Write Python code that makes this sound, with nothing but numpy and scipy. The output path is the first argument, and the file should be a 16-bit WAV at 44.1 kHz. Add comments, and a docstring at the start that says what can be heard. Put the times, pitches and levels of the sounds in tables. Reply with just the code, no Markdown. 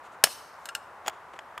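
"""Bicycle pedal release on a forest trail

A shoe twists out of a spring-loaded pedal: the steel jaw snaps shut, loud enough to overload the microphone.
The cleat ticks three times on the free pedal; the sole knocks and scuffs. Trees echo it over a steady hiss.
Impacts are coloured noise bursts plus decaying sine modes, scuffs are swelling noise bursts,
the echo is convolution with a shaped noise tail, and the hiss is filtered noise."""
import sys
import numpy as np
from scipy import signal
from scipy.fft import rfft, irfft
from scipy.io import wavfile
from scipy.ndimage import uniform_filter1d

SR = 44100
rng = np.random.default_rng(int(sys.argv[2]) if len(sys.argv) > 2 else 0)


def pcm_store(signal):
    """Save signal as 16-bit PCM."""
    levels = np.round(np.clip(np.atleast_2d(signal), -1, 1) * 32767)
    wavfile.write(sys.argv[1], SR, levels.astype(np.int16).T)


N = 70560
RING_S = np.arange(8192) / SR  # time axis of one near sound


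def snap(crack_db, ring_db, rattle_db, thump_db):
    """The jaw slams home, rings, and shakes the crank and frame."""
    # crack spectrum: freq_hz, level_db
    crack_colour = [(40, -22.5), (150, -22.5), (380, -21.5), (700, -21.5), (1000, -8), (1700, 0),
                    (2050, -10.5), (3100, -1.5), (3520, -8.5), (3950, -3.5), (5800, -2.5), (7600, -9),
                    (8400, -0.5), (9500, -10), (11000, -1), (12800, -12), (13700, -8.5), (15500, -21)]
    # rattle spectrum: freq_hz, level_db
    rattle_colour = [(80, -13.5), (300, -3), (700, 4.5), (1000, -2), (1700, 2.5), (3000, -2.5),
                     (6000, -3.5), (11000, -6), (15500, -18)]
    # jaw and spring modes: freq_hz, level_db, t60_s
    jaw_modes = [(1670, -12, .04), (2640, -11, .04), (3005, -7, .05), (3975, -8, .04), (4190, -9, .04),
                 (4655, -9, .04), (5420, 0, .048), (6280, -8, .04), (7050, -9, .035), (8200, -5, .035),
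                 (8540, -2, .028), (10500, -8, .03), (11130, -3, .036), (13600, -10, .033)]
    # crank and frame modes: freq_hz, level_db, t60_s
    frame_modes = [(403.7, -4, 0.01), (685, 0, 0.013), (850, -2, 0.012), (1090, -7, 0.014),
                   (1380, -1, 0.015)]
    crack = burst(blow(hold_s=.0019, t60_s=.0083), crack_colour)
    rattle = burst(blow(hold_s=0, t60_s=.11), rattle_colour)
    out = amp(crack_db) * crack
    out = out + amp(ring_db) * ring(jaw_modes, rise_s=.001)
    out = out + amp(rattle_db) * rattle
    return out + amp(thump_db) * thud(frame_modes)


def tick(crack_db, ring_db, bright_db_per_octave):
    """Steel touches the unloaded pedal, which buzzes and rings briefly."""
    # contact spectrum: freq_hz, level_db
    tick_colour = [(100, -16), (600, -30), (1000, -9), (1500, 8), (2150, 0), (2900, 8.5), (3300, -7.5),
                   (3900, 2), (4700, -4.5), (5300, -3), (6000, -6), (7400, 0), (8800, 2.5), (9500, -6),
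                   (14000, -5.5), (15800, -20)]
    # free pedal modes: freq_hz, level_db, t60_s
    pedal_modes = [(910, -12, .04), (1385, -4, .08), (1615, -4, .05), (1770, -9, .04), (2700, -9, .06),
                   (2870, 0, .04), (2970, -6, .03), (3540, -10, .04), (3820, -9, .03), (4360, -7, .04),
                   (5170, -7, .05), (5350, -10, .03), (5950, -11, .03), (6420, -6, .037), (7200, -7, .025),
                   (7520, -4, .03), (8100, -9, .02), (8520, -9, .028), (8870, -8, .028)]
    buzz_db = -14.5
    envelope = blow(hold_s=.0018, t60_s=.0075) + amp(buzz_db) * blow(hold_s=0, t60_s=.11)
    crack = burst(envelope, tick_colour, bright_db_per_octave)
    pedal_ring = ring(pedal_modes, bright_db_per_octave, rise_s=.0001)
    return amp(crack_db) * crack + amp(ring_db) * pedal_ring


def knock(thud_db, pitch_ratio, contact_db, treble_db, top_db, ring_db):
    """The stiff sole thuds; the cleat makes contact just after and rings, damped by the shoe."""
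    # sole modes at pitch ratio 1: freq_hz, level_db, t60_s
    sole_modes = [(375, -15.5, .025), (649.6, -10, 0.058), (835, -4, 0.035), (1345, 0.5, .016),
                  (1788, -14.5, 0.01143)]
    # contact spectrum before the treble and top gains: freq_hz, level_db
    contact_colour = [(200, -16), (1000, 0.5), (1900, 6.5), (2600, 2), (3350, 4.5), (3900, -11),
                      (4900, -3.5), (6000, -13), (7000, -4), (8500, -10), (9500, -12), (15500, -12.5)]
    # cleat modes: freq_hz, level_db, t60_s
    cleat_modes = [(3380, 3.5, 0.0073), (4700, -9.5, 0.017), (5497, -11.5, 0.024), (6778, -1, 0.021),
                   (6900, 0.5, .016), (7860, -5, 0.014)]
    treble_hz, top_hz, contact_lag_s = 3700, 9000, .001
    colour = []
    for hz, db in contact_colour:
        extra_db = top_db if hz > top_hz else treble_db if hz > treble_hz else 0
        colour.append((hz, db + extra_db))
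    out = amp(thud_db) * thud(sole_modes, pitch_ratio)
    contact = burst(blow(hold_s=.0012, t60_s=.015), colour)
    add(out, contact_lag_s, amp(contact_db) * contact + amp(ring_db) * ring(cleat_modes))
    return out


def scuff(length_s, db, bright_db_per_octave):
    """Sole friction: noise that swells and fades over a half sine."""
    # friction spectrum: freq_hz, level_db
    scuff_colour = [(100, -12), (350, 7), (1000, 11.5), (3300, 3.5), (5200, -9), (6800, -2), (8500, -6.5),
                    (15000, -25)]
    swell = np.sin(np.pi * np.minimum(RING_S / length_s, 1))
    return amp(db) * burst(swell, scuff_colour, bright_db_per_octave)


def burst(envelope, colour, bright_db_per_octave=0):
    """A spray of tiny impacts: enveloped noise, given its colour by a causal filter."""
    size = len(envelope)
    hz = np.fft.rfftfreq(size, 1 / SR)
    spectrum = rfft(rng.standard_normal((2, size)) * envelope)
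    own = np.sqrt(uniform_filter1d(abs(spectrum) ** 2, size=61, axis=1) + 1e-12)
    target = amp(read(colour, hz)) * tilt(hz, bright_db_per_octave)
    # folding the cepstrum makes the correction minimum-phase
    cepstrum = irfft(np.log(target / own))
    cepstrum[:, 1:size // 2] *= 2
    cepstrum[:, size // 2 + 1:] = 0
    return unit(irfft(spectrum * np.exp(rfft(cepstrum))))


def blow(hold_s, t60_s):
    """Envelope of a contact: instant rise, optional hold, exponential decay."""
    return np.exp(-np.log(1000) * np.maximum(RING_S - hold_s, 0) / t60_s)


def ring(modes, bright_db_per_octave=0, rise_s=.00025):
    """Dying partials of a struck metal part, with random phases."""
    phases_cycles = rng.random((len(modes), 2, 1))
    out = 0
    for (hz, db, t60_s), phase in zip(modes, phases_cycles):
        gain = amp(db) * tilt(hz, bright_db_per_octave)
        out = out + gain * blow(0, t60_s) * np.sin(2 * np.pi * (hz * RING_S + phase))
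    return unit(out * (1 - np.exp(-RING_S / rise_s)))


def thud(modes, pitch_ratio=1):
    """Low, heavily damped modes pushed by one blow; a stiffer contact is higher and shorter."""
    rise_s = .0006
    out = 0
    for k, (hz, db, t60_s) in enumerate(modes):
        sine = np.sin(2 * np.pi * hz * pitch_ratio * RING_S)
        out = out + (-1) ** k * amp(db) * blow(0, t60_s / pitch_ratio) * sine
    centred = np.array([[1], [0]])  # no width component
    return unit(out * (1 - np.exp(-RING_S / rise_s))) * centred


def play(table, source):
    """Sounds every row of a table close to the microphone."""
    # width of near sounds: freq_hz, side_db
    near_side = [(100, -16), (1500, -22), (6500, -27), (9000, -14), (13000, -3)]
    mix = np.zeros((2, N))
    for start_s, *settings in table:
        add(mix, start_s, source(*settings))
    return widen(mix, near_side)


def forest(near):
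    """Scattered echoes, swelling as the nearest trunks answer; decay time varies with frequency."""
    # echo spectrum: freq_hz, level_db
    echo_colour = [(100, -4), (600, -6.5), (1500, -2), (3200, 1.5), (5400, -1.5), (9000, 0.5),
                   (15000, -2.5)]
    # echo decay: freq_hz, t60_s
    echo_t60 = [(200, .45), (2000, 0.53), (5500, 0.89), (10000, .55), (15000, 0.74)]
    # echo width: freq_hz, side_db
    echo_side = [(300, -20.5), (1500, -25.5), (3200, -11.5), (6800, -12), (10000, -1.5), (14000, -1)]
    rise_s, trees_s, trees_spread_s, trees_db = .016, .082, .026, 4
    hz, t, z = signal.stft(rng.standard_normal((2, SR)), SR, nperseg=256)
    swell_db = trees_db * np.exp(-((t - trees_s) / trees_spread_s) ** 2)
    decay = np.exp(-np.log(1000) * t / read(echo_t60, hz)[:, None])
    z = z * amp(read(echo_colour, hz)[:, None] + swell_db) * decay
    tail = signal.istft(z, SR, nperseg=256)[1]
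    tail = tail * np.minimum(np.arange(tail.shape[1]) / SR / rise_s, 1)
    mono = near.mean(0)[None]
    return signal.fftconvolve(mono, unit(widen(tail, echo_side)), axes=1)[:, :N]


def hiss():
    """Steady far-off rush: filtered noise with faint random patches in time and frequency."""
    # hiss spectrum: freq_hz, relative density_db
    hiss_colour = [(20, -45.5), (45, -35), (65, -7), (100, -11), (200, -12), (300, -10.5), (450, -5),
                   (700, 0.5), (1000, 4), (1400, -0.5), (2000, -9.5), (3000, -20.5), (4500, -27.5),
                   (8000, -31.5), (12000, -35.5), (15500, -40)]
    # hiss width: freq_hz, side_db
    hiss_side = [(60, -21.5), (300, -21), (1000, -18.5), (3000, -5.5), (7000, -9.5), (12000, 0)]
    hiss_db, patch_db = -48, .52
    hz, t, z = signal.stft(rng.standard_normal((2, N)), SR, nperseg=2048, noverlap=1536)
    patches = uniform_filter1d(rng.standard_normal(z.shape[1:]), size=14, axis=0)
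    patches = uniform_filter1d(patches, size=6, axis=1)
    z = z * amp(read(hiss_colour, hz)[:, None] + patch_db * patches / patches.std())
    pair = signal.istft(z, SR, nperseg=2048, noverlap=1536)[1][:, :N]
    return amp(hiss_db) * np.sqrt(N) * unit(widen(pair, hiss_side))


def amp(db):
    """Decibels to gain."""
    return 10 ** (np.asarray(db) / 20)


def unit(x):
    """Scales a sound to energy 1, averaged over its channels."""
    return x / np.sqrt(np.mean(np.sum(x ** 2, -1)) + 1e-20)


def read(points, hz):
    """Reads a table on a logarithmic frequency axis."""
    f, value = np.transpose(points)
    return np.interp(np.log(hz + 1), np.log(f), value)


def add(mix, start_s, sound):
    """Mixes a sound in at a time, cut off at the end of the mix."""
    part = mix[:, max(round(start_s * SR), 0):][:, :sound.shape[1]]
    part += sound[:, :part.shape[1]]


def tilt(hz, db_per_octave):
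    """Gain that leans a spectrum about 4 kHz, constant below 500 Hz."""
    return amp(db_per_octave * np.log2(np.maximum(hz, 500) / 4000))


def widen(pair, side_table):
    """Turns two unrelated sounds into left and right, the second giving the width."""
    size = pair.shape[1]
    side_gain = amp(read(side_table, np.fft.rfftfreq(size, 1 / SR)))
    side = irfft(rfft(pair[1]) * side_gain, size)
    return np.array([pair[0] + side, pair[0] - side])


def scene():
    """Pedal and shoe close by, their echo, and the hiss."""
    # jaw springing shut: start_s, crack_db, ring_db, rattle_db, thump_db
    snaps = [(0.2390, 15, 4.5, 2, 4.5)]
    # cleat on the free pedal: start_s, crack_db, ring_db, bright_db_per_octave
    tick_rows = [(0.6561, -15, -17.5, 0.9), (0.6886, -15.5, -8.5, -2.7), (0.7506, -8, -6.5, 0.1)]
    # sole and cleat on the pedal: start_s, thud_db, pitch_ratio, contact_db, treble_db, top_db, ring_db
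    knocks = [(0.2705, -11.5, 0.87, -12.5, -16, -8, -25.5), (1.0616, -15.5, 0.86, -15.5, -3, -9, -24),
              (1.0710, -14, 0.843, -17, -13, 4, -18.5), (1.0794, 0, 1, -3.5, 3, 2, -6.5),
              (1.0880, -19.5, 0.99, -30, 1, -1, -41), (1.0955, -21, 0.96, -18, -1, -2, -42),
              (1.3891, -18, 1.016, -15, -5, -13.5, -35), (1.5770, -10.5, 1.466, -14, -4.5, -5.5, -38)]
    # sole friction: start_s, length_s, level_db, bright_db_per_octave
    scuffs = [(0.03, 0.057, -23.5, 0), (0.11, 0.051, -29.5, 2), (0.55, 0.18, -33, 8),
              (1.04, 0.061, -13.5, -3), (1.12, 0.037, -23.5, -2.5), (1.331, 0.016, -18, -3.5),
              (1.35, .025, -22, -3)]
    echo_db, snap_send_db, knock_send_db = -23.5, 2.5, -1.5
    shield_hz, left_db = 4500, .5
    air = hiss()
    jaw = play(snaps, snap)
    ticks = play(tick_rows, tick)
    shoe = play(knocks, knock) + play(scuffs, scuff)
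    # the shoe shields its own sounds, so less of them, and duller, reaches the trees
    shielded = signal.sosfilt(signal.butter(2, shield_hz, fs=SR, output="sos"), shoe)
    to_trees = amp(snap_send_db) * jaw + ticks + amp(knock_send_db) * shielded
    echo = amp(echo_db) * forest(to_trees)
    return (jaw + ticks + shoe + echo + air) * amp([[left_db], [-left_db]])


def record(dry):
    """Soft overload on the loudest peaks, a low cut, then the band limit."""
    ceiling, low_cut_hz, edge_hz = .95, 50, 15600
    held = dry / (1 + (dry / ceiling) ** 4) ** .25
    held = signal.sosfilt(signal.butter(2, low_cut_hz, "highpass", fs=SR, output="sos"), held)
    band_limit = signal.firwin(255, edge_hz, window=("kaiser", 8), fs=SR)
    return signal.oaconvolve(held, band_limit[None], "same")


dry = scene()
out = record(dry)
pcm_store(out)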